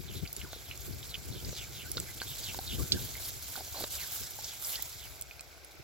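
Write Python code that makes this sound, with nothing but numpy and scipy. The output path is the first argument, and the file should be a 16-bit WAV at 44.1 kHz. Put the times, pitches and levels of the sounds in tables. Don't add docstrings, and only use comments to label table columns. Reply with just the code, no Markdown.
import sys
import numpy as np
from scipy import signal
from scipy.fft import rfft, irfft, next_fast_len
from scipy.io import wavfile
from scipy.ndimage import uniform_filter1d, map_coordinates

SR = 44100
rng = np.random.default_rng(int(sys.argv[2]) if len(sys.argv) > 2 else 0)


def output_pcm(signal):
    pcm = np.clip(np.atleast_2d(signal).T, -1, 1) * 32767
    wavfile.write(sys.argv[1], SR, np.round(pcm).astype(np.int16))


N = 257455
TIME_S = np.arange(N) / SR


def amp(db):
    return 10 ** (np.asarray(db) / 20)


def unit(x):
    return x / np.sqrt(np.mean(np.abs(x) ** 2) + 1e-20)


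def along(points, hz):
    point_hz, values = np.transpose(points)
    return np.interp(np.log(hz + 1), np.log(point_hz + 1), values)


def curve(rows):
    time_s, values = np.transpose(rows)
    return np.interp(TIME_S, time_s, values)


def wobble(rate_hz):
    knots = rng.standard_normal(int(N * rate_hz / SR) + 4)
    return map_coordinates(knots, [TIME_S * rate_hz])


def arch(middle_s, length_s):
    return np.cos(np.pi * np.clip((TIME_S - middle_s) / length_s, -.5, .5)) ** 2


def filtered(x, response):
    size = next_fast_len(N + SR // 4)
    spectrum = rfft(x, size) * response(np.fft.rfftfreq(size, 1 / SR))
    return irfft(spectrum, size)[..., :N]


def coloured(x, spectrum):
    return unit(filtered(x, lambda hz: amp(along(spectrum, hz))))


def pan(left_db):
    return amp([[left_db / 2], [-left_db / 2]])


def from_right(x, lag_s):
    return filtered(x, lambda hz: np.exp(1j * np.pi * hz * lag_s * np.array([[-1], [1]])))


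def add(track, start_s, sound):
    part = track[max(0, round(start_s * SR)):][:len(sound)]
    part += sound[:len(part)]


# (start [s], length [s], pitch at start [Hz], middle [Hz], end [Hz], relative level [dB])
LAPS = [(0.063, 0.089, 4000, 3280, 2460, -49), (0.145, 0.062, 3900, 3710, 3750, -45),
        (0.251, 0.016, 2500, 2520, 2700, -42.5), (0.372, 0.13, 4610, 1700, 810, -52.5),
        (0.498, 0.11, 4100, 3800, 3430, -49), (0.646, 0.11, 4200, 2780, 2460, -51),
        (1.085, 0.077, 4900, 3900, 2570, -46), (1.139, 0.018, 3475, 3175, 2900, -34),
        (1.303, 0.12, 4800, 3550, 3120, -48), (1.557, 0.094, 4300, 3040, 2470, -42.5),
        (1.729, 0.13, 3900, 3100, 2400, -47), (1.831, 0.06, 1884, 1570, 1700, -56),
        (2.06, 0.065, 2254, 2126, 2220, -51.5), (2.253, 0.094, 4200, 3500, 3130, -44),
        (2.427, 0.096, 4760, 3440, 2415, -39), (2.658, 0.11, 4190, 3410, 2930, -39),
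        (2.779, 0.0563, 1730, 1117, 1750, -51), (2.916, 0.09, 1566, 1676, 1430, -53.5),
        (3.143, 0.069, 2050, 2080, 2440, -54), (3.737, 0.12, 3670, 4410, 3910, -44),
        (3.97, 0.086, 3400, 2400, 1350, -45.5), (4.444, 0.11, 4140, 3550, 2330, -47.5),
        (4.726, 0.041, 3260, 3060, 3470, -40.5), (4.76, 0.053, 2250, 1950, 2420, -50.5),
        (4.973, 0.11, 4320, 3300, 2180, -51)]


def laps(whistle_width_hz, swish_width_hz, scatter_db, clump_rate_hz):
    out = np.zeros(N)
    noise = rng.standard_normal(N) + 1j * rng.standard_normal(N)
    impacts = noise * amp(scatter_db * wobble(clump_rate_hz))

    def band(width_hz):
        return unit(signal.lfilter(*signal.butter(2, width_hz / 2, fs=SR), impacts))

    whistle, swish = band(whistle_width_hz), band(swish_width_hz)
    tremble = 1 + .035 * wobble(70)
    for start_s, length_s, *pitches_hz, db in LAPS:
        u = np.linspace(0, 1, int(length_s * SR))
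        span = int(start_s * SR) + np.arange(len(u))
        glide = np.polyfit([0, .5, 1], np.log(pitches_hz), 2)
        hz = np.exp(np.polyval(glide, u)) * tremble[span]
        shallow = 1 / (1 + (2300 / hz) ** 5)
        ring = (1 - shallow) * whistle[span] / 2 + shallow * swish[span]
        tone = np.real(ring * np.exp(2j * np.pi * np.cumsum(hz) / SR))
        add(out, start_s, amp(db) * unit(tone) * np.sqrt(np.abs(np.sin(np.pi * u))))
    return out


def pops(rows, cycles, attack_s, rise, splash_db, splash_s, splash_ratio, splash_octaves):
    out, t = np.zeros(N), np.arange(SR // 16) / SR
    bins_hz = np.fft.rfftfreq(len(t), 1 / SR) + 1
    for start_s, db, hz in rows:
        fade = np.exp(-t * hz / cycles)
        swell = 1 - np.exp(-(t / attack_s) ** 2)
        sweep_hz = hz * (1 + rise * (.5 - fade))
        ring = fade * swell * np.sin(2 * np.pi * np.cumsum(sweep_hz) / SR)
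        octaves_off = np.log2(bins_hz / (hz * splash_ratio))
        band = np.exp(-.5 * (octaves_off / splash_octaves) ** 2)
        noise = unit(irfft(rfft(rng.standard_normal(len(t))) * band, len(t)))
        spatter = noise * swell * np.exp(-t / splash_s)
        add(out, start_s, amp(db) * (ring / np.abs(ring).max() + amp(splash_db) * spatter))
    return out


# (time [s], relative ring level [dB], nominal pitch [Hz])
SMACKS = [(0.2755, -33.5, 4640), (0.4145, -32.5, 2820), (0.712, -31.5, 2780), (1.0296, -33, 3600),
          (1.1425, -25.5, 3280), (1.4476, -31, 4770), (1.9707, -22, 4240), (2.2016, -30, 3380),
          (2.2132, -36, 4400), (3.5628, -30, 4260), (4.0325, -31, 6160), (4.4438, -25, 5470),
          (4.6473, -28.5, 5370), (4.7567, -26, 4460)]


def smacks():
    return pops(SMACKS, cycles=4.9, attack_s=.0003, rise=0.21,
                splash_db=-13.0, splash_s=0.012, splash_ratio=1, splash_octaves=0.45)


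# (start [s], end [s], relative bubble level [dB])
GURGLES = [(3.553, 3.619, -47.5), (3.741, 3.836, -42)]


def gurgles(count, low_hz, high_hz, scatter_octaves, front_db):
    rows = []
    for start_s, end_s, db in GURGLES:
        late, pitch = rng.random((count, 2)).T
        when = (np.arange(count) + late) / count
        sinking_hz = high_hz * (low_hz / high_hz) ** when
        hz = sinking_hz * 2 ** (scatter_octaves * (pitch - .5))
        rows += [(start_s + u * (end_s - start_s), db, f, front_db) for u, f in zip(when, hz)]
    return rows


DEEP_DECAY_S, SECOND_ABOVE_HZ, SECOND_DB = 0.0031, 714, -11
FRONT_HZ, FRONT_DECAY_S, CRACK_DB = 4040, 0.0017, 2
# (time [s], relative level [dB], deep resonance [Hz], crack and front cavity over that [dB])
CLUCKS = [(0.532, -36.5, 664, 1.5), (0.563, -42, 503, -2), (1.529, -35.5, 516, -20), (1.9705, -32, 482, 3),
          (1.9795, -32, 1390, 3.5), (2.2175, -33.5, 1580, 7.5), (2.228, -39.5, 1550, 7.5),
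          (2.546, -34.5, 970, 3), (2.5897, -29, 775, 1), (3.556, -37, 1460, -15), (3.577, -34.5, 790, -14),
          (3.607, -36.5, 785, -12), (3.808, -34, 686, -10), (3.8238, -33, 483, 4), (3.8395, -30, 565, 0.5),
          (3.8422, -32.5, 520, 7.5), (4.389, -36, 850, -17), (4.626, -43.5, 1300, -6),
          (4.794, -40.5, 850, -10)]


def clucks():
    out, t = np.zeros(N), np.arange(SR // 30) / SR
    rows = list(CLUCKS) + gurgles(count=26, low_hz=477, high_hz=870, scatter_octaves=1.18, front_db=-5)

    def ring(hz, decay_s):
        return -np.sin(2 * np.pi * hz * t) * np.exp(-t / decay_s)

    for start_s, db, hz, front_db in rows:
        deep = ring(hz, DEEP_DECAY_S) + amp(SECOND_DB) * ring(hz + SECOND_ABOVE_HZ, DEEP_DECAY_S / 2)
        front = ring(FRONT_HZ * amp(.5 * rng.standard_normal()), FRONT_DECAY_S)
        crack = rng.standard_normal(len(t)) * np.exp(-2 * t / FRONT_DECAY_S)
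        crack = signal.lfilter(*signal.butter(2, FRONT_HZ, fs=SR), crack)
        add(out, start_s, amp(db) * (deep + amp(front_db) * (front + amp(CRACK_DB) * crack)))
    return out


# (time [s], relative ring level [dB], pitch [Hz])
DROPS = [(0.3285, -32.5, 13000), (0.3645, -34.5, 7100), (0.7751, -41.5, 7140), (1.916, -29, 10300),
         (2.0003, -30, 7800), (2.9228, -30.5, 7500), (4.8233, -28, 14500), (5.2116, -32.5, 11600),
         (5.2215, -35, 7860), (5.4075, -38.5, 8000), (5.6466, -42.5, 9600)]


def drops():
    return pops(DROPS, cycles=6.9, attack_s=0.00071, rise=0,
                splash_db=-0.5, splash_s=0.0023, splash_ratio=1, splash_octaves=1.0)


# (time [s], relative ring level [dB], pitch [Hz])
DRIPS = [(3.153, -38, 2070), (5.3108, -37, 2490), (5.3943, -39.5, 2480), (5.3946, -39, 4330)]


def drips():
    return pops(DRIPS, cycles=11.0, attack_s=0.00017, rise=0,
                splash_db=-3.5, splash_s=0.0014, splash_ratio=1.4, splash_octaves=0.36)


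def mouth():
    slurps = laps(whistle_width_hz=130, swish_width_hz=740, scatter_db=2.5, clump_rate_hz=300)
    return amp(-1.5) * slurps + smacks() + clucks() + amp(5.5) * drops() + drips()


def ports(x, lag_s, echo_db, echo_s):
    t = np.arange(SR // 12) / SR
    tail = rng.standard_normal((2, len(t))) * np.exp(-t / echo_s)
    echo = signal.fftconvolve(x[None], tail / np.linalg.norm(tail[0]), axes=1)[:, :N]
    return (from_right(x, lag_s) + amp(echo_db) * echo) * pan(-4.0)


# (time [s], relative ring level [dB], nominal pitch [Hz])
SLAPS = [(2.9206, -9, 4030)]


def slap():
    hit = pops(SLAPS, cycles=3.6, attack_s=0.00045, rise=0.46,
               splash_db=-15.0, splash_s=0.011, splash_ratio=1.03, splash_octaves=0.42)
    return from_right(hit, lag_s=0.00011) * pan(-6.5)


def droplets(rate_hz, scatter_db, cycles, low_hz, high_hz, size=128):
    t = np.arange(size) / SR
    when, pitch, weight, phase = rng.random((int(rate_hz * N / SR), 4)).T[:, :, None]
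    hz = low_hz + pitch * (high_hz - low_hz)
    strength = amp(scatter_db * np.minimum(-np.log(1 - weight), 6))
    fade = np.exp(-t * hz / cycles)
    grains = strength * np.sqrt(hz) * fade * np.sin(2 * np.pi * (hz * t + phase))
    places = (when * N).astype(int) + np.arange(size)
    return unit(np.bincount(places.ravel(), grains.ravel(), N)[:N])


# (frequency [Hz], left-right likeness [0-1])
ALIKE = [(300, 0.53), (700, 0.73), (2000, 0.11), (4000, 0.53), (8000, 0.078)]


def spread(pair):
    def turn(hz):
        return np.arccos(np.clip(along(ALIKE, hz), -1, 1)) / 2

    mid, side = filtered(pair, lambda hz: np.array([np.cos(turn(hz)), np.sin(turn(hz))]))
    return np.array([mid + side, mid - side])


def shower(spectrum, rate_hz, scatter_db, hiss_db, cycles, low_hz, high_hz):
    grains = np.array([droplets(rate_hz, scatter_db, cycles, low_hz, high_hz) for _ in range(2)])
    hiss = amp(hiss_db) * rng.standard_normal((2, N))
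    return coloured(spread(grains + hiss), spectrum)


def patchy(pair, depth_db):
    z = signal.stft(pair, nperseg=512)[2]
    field = uniform_filter1d(rng.standard_normal(z.shape[1:]), size=7, axis=0)
    field = uniform_filter1d(field, size=5, axis=1)
    return signal.istft(z * amp(depth_db * unit(field)), nperseg=512)[1][:, :N]


# (frequency [Hz], relative density [dB/Hz])
SPLASH = [(300, -17.5), (700, -6.5), (1200, -12.5), (2400, -8.5), (3500, -1), (5000, -1), (6500, -2.5),
          (7700, -1), (8400, -13.5), (10000, -11.5), (16000, -4.5)]
MIST = [(5000, -11.5), (8500, -1.5), (9700, -5.5), (10800, 0), (12000, 1), (13000, 1), (16000, -2.5)]
# (time [s], relative level [dB])
CONTACT = [(0.0, -57), (2.1, -52.5), (2.4, -48.5), (4.3, -51), (4.9, -50), (5.19, -57), (5.25, -62.5),
           (5.84, -66)]
# (middle [s], length [s], splash gain [dB], mist gain [dB])
SURGES = [(0.16, 0.052, 6, 4.5), (0.39, 0.13, 2.5, 2), (0.85, 0.1, 3, 5.5), (1.073, 0.076, 3, 4),
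          (1.56, 0.25, 6, -1), (2.446, 0.2, 3, -1), (2.814, 0.062, 2, 5), (3.02, 0.12, 3, 4.5),
          (3.258, 0.13, 3.5, 8), (3.53, 0.15, 2, 5), (3.793, 0.2, 3.5, 4.5), (3.943, 0.088, 8, 9.5),
          (4.032, 0.11, 6, 6), (4.161, 0.16, 6, 11), (4.249, 0.074, 6, 2), (4.455, 0.15, 4.5, 0.5),
          (4.684, 0.18, 1.5, 11), (4.754, 0.17, 3.5, 2)]
SPLASH_OVER_CONTACT_DB, MIST_OVER_CONTACT_DB = 4.0, 2.35
SURGE_EDGE = 0.31
FLUTTER_DB = 1.4


def spray():
    contact_db = curve(CONTACT)
    splash_db = contact_db + SPLASH_OVER_CONTACT_DB
    mist_db = contact_db + MIST_OVER_CONTACT_DB
    for middle_s, length_s, splash_gain_db, mist_gain_db in SURGES:
        push = arch(middle_s, length_s) ** SURGE_EDGE
        splash_db = splash_db + splash_gain_db * push
        mist_db = mist_db + mist_gain_db * push
    flutter_db = FLUTTER_DB * wobble(70)
    splash = shower(SPLASH, rate_hz=3000, scatter_db=0.5, hiss_db=0, cycles=1.9, low_hz=1120, high_hz=10180)
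    ticks = droplets(rate_hz=1100, scatter_db=3.3, cycles=0.8, low_hz=3040, high_hz=11700)
    splash = unit(patchy(splash, depth_db=2.1) + coloured(ticks, SPLASH) / 2)
    mist = shower(MIST, rate_hz=3500, scatter_db=4.0, hiss_db=0, cycles=0.8, low_hz=8000, high_hz=15600)
    mist = patchy(mist, depth_db=2.5)
    water = splash * amp(splash_db + flutter_db) * pan(-1.5)
    water += mist * amp(mist_db + flutter_db) * pan(-2.2)
    return from_right(water, lag_s=.00002)


# (frequency [Hz], relative density [dB/Hz])
GRASS = [(120, -59), (250, -4), (400, -1.5), (550, -2.5), (700, 0), (1000, -8), (1400, -5), (1800, -6.5),
         (2350, -1), (3000, -8.5), (5200, -7), (7500, -18), (16000, -72)]


def grass():
    patter = shower(GRASS, rate_hz=3000, scatter_db=1.0, hiss_db=-0.5, cycles=2.9, low_hz=415, high_hz=15230)
    return patter * amp(-55.5)


# (frequency [Hz], relative density [dB/Hz])
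BUFFET = [(20, -63), (55, 3.5), (125, 5), (240, -12.5), (380, -5), (600, -20), (1500, -79)]
FLAP = [(80, -41), (150, -2), (290, -6), (600, -29), (1500, -76)]
RUMBLE = [(20, -27), (45, -3), (70, 2), (110, -7), (200, -52)]
# (time [s], relative level [dB])
LULL = [(0.0, -55), (2.9, -51.5), (3.4, -55), (5.84, -67)]
# (middle [s], length [s], relative level [dB])
GUSTS = [(0.01, 0.049, -43.5), (0.15, 0.24, -43.5), (0.236, 0.043, -41), (0.421, 0.09, -47.5),
         (0.922, 0.23, -44), (1.34, 0.27, -45), (1.473, 0.1, -40), (1.989, 0.2, -44.5),
         (2.735, 0.099, -40.5), (2.813, 0.11, -36.5), (2.951, 0.099, -34.5), (3.035, 0.12, -42),
         (4.214, 0.046, -48), (5.1, 0.37, -56.5), (5.8, 0.038, -50)]
GUST_STEEPNESS = 4.6
FLAP_DB, STRONG_GUST_DB = -45.5, -39
FLAP_GROWS = 1.35


def breeze():
    power = amp(curve(LULL)) ** 2
    for middle_s, length_s, db in GUSTS:
        phase = np.clip(GUST_STEEPNESS * (TIME_S - middle_s) / length_s, -20, 20)
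        power = power + (amp(db) / np.cosh(phase)) ** 2
    level_db = 10 * np.log10(power)
    eddies = amp(4.3 * np.array([wobble(55), wobble(55)]))
    buffet = unit(eddies * coloured(rng.standard_normal((2, N)), BUFFET)) * amp(level_db)
    flap = unit(eddies * coloured(rng.standard_normal((2, N)), FLAP))
    flap = flap * amp(FLAP_DB + FLAP_GROWS * (level_db - STRONG_GUST_DB))
    rumble = coloured(rng.standard_normal((2, N)), RUMBLE)
    rumble = rumble * amp(-54.0 + 0.64 * (level_db - level_db.mean()))

    def port_tilt(hz):
        left_minus_right_db = along([(160, 7.5), (280, -6.5)], hz)
        return amp(left_minus_right_db * np.array([[.5], [-.5]]))

    return filtered(buffet + flap + rumble, port_tilt)


def scene():
    drinking = ports(mouth(), lag_s=.000046, echo_db=-13, echo_s=0.0076)
    return drinking + slap() + spray() + grass() + breeze()


# (frequency [Hz], gain [dB])
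PORT = [(1250, 0), (1550, 3), (1830, -3), (2150, 1), (2600, -3), (7800, 0), (8600, -6.5), (10000, 0)]


def record(dry):
    return filtered(dry, lambda hz: amp(along(PORT, hz)) * (hz < 16050))


dry = scene()
out = record(dry)
output_pcm(out)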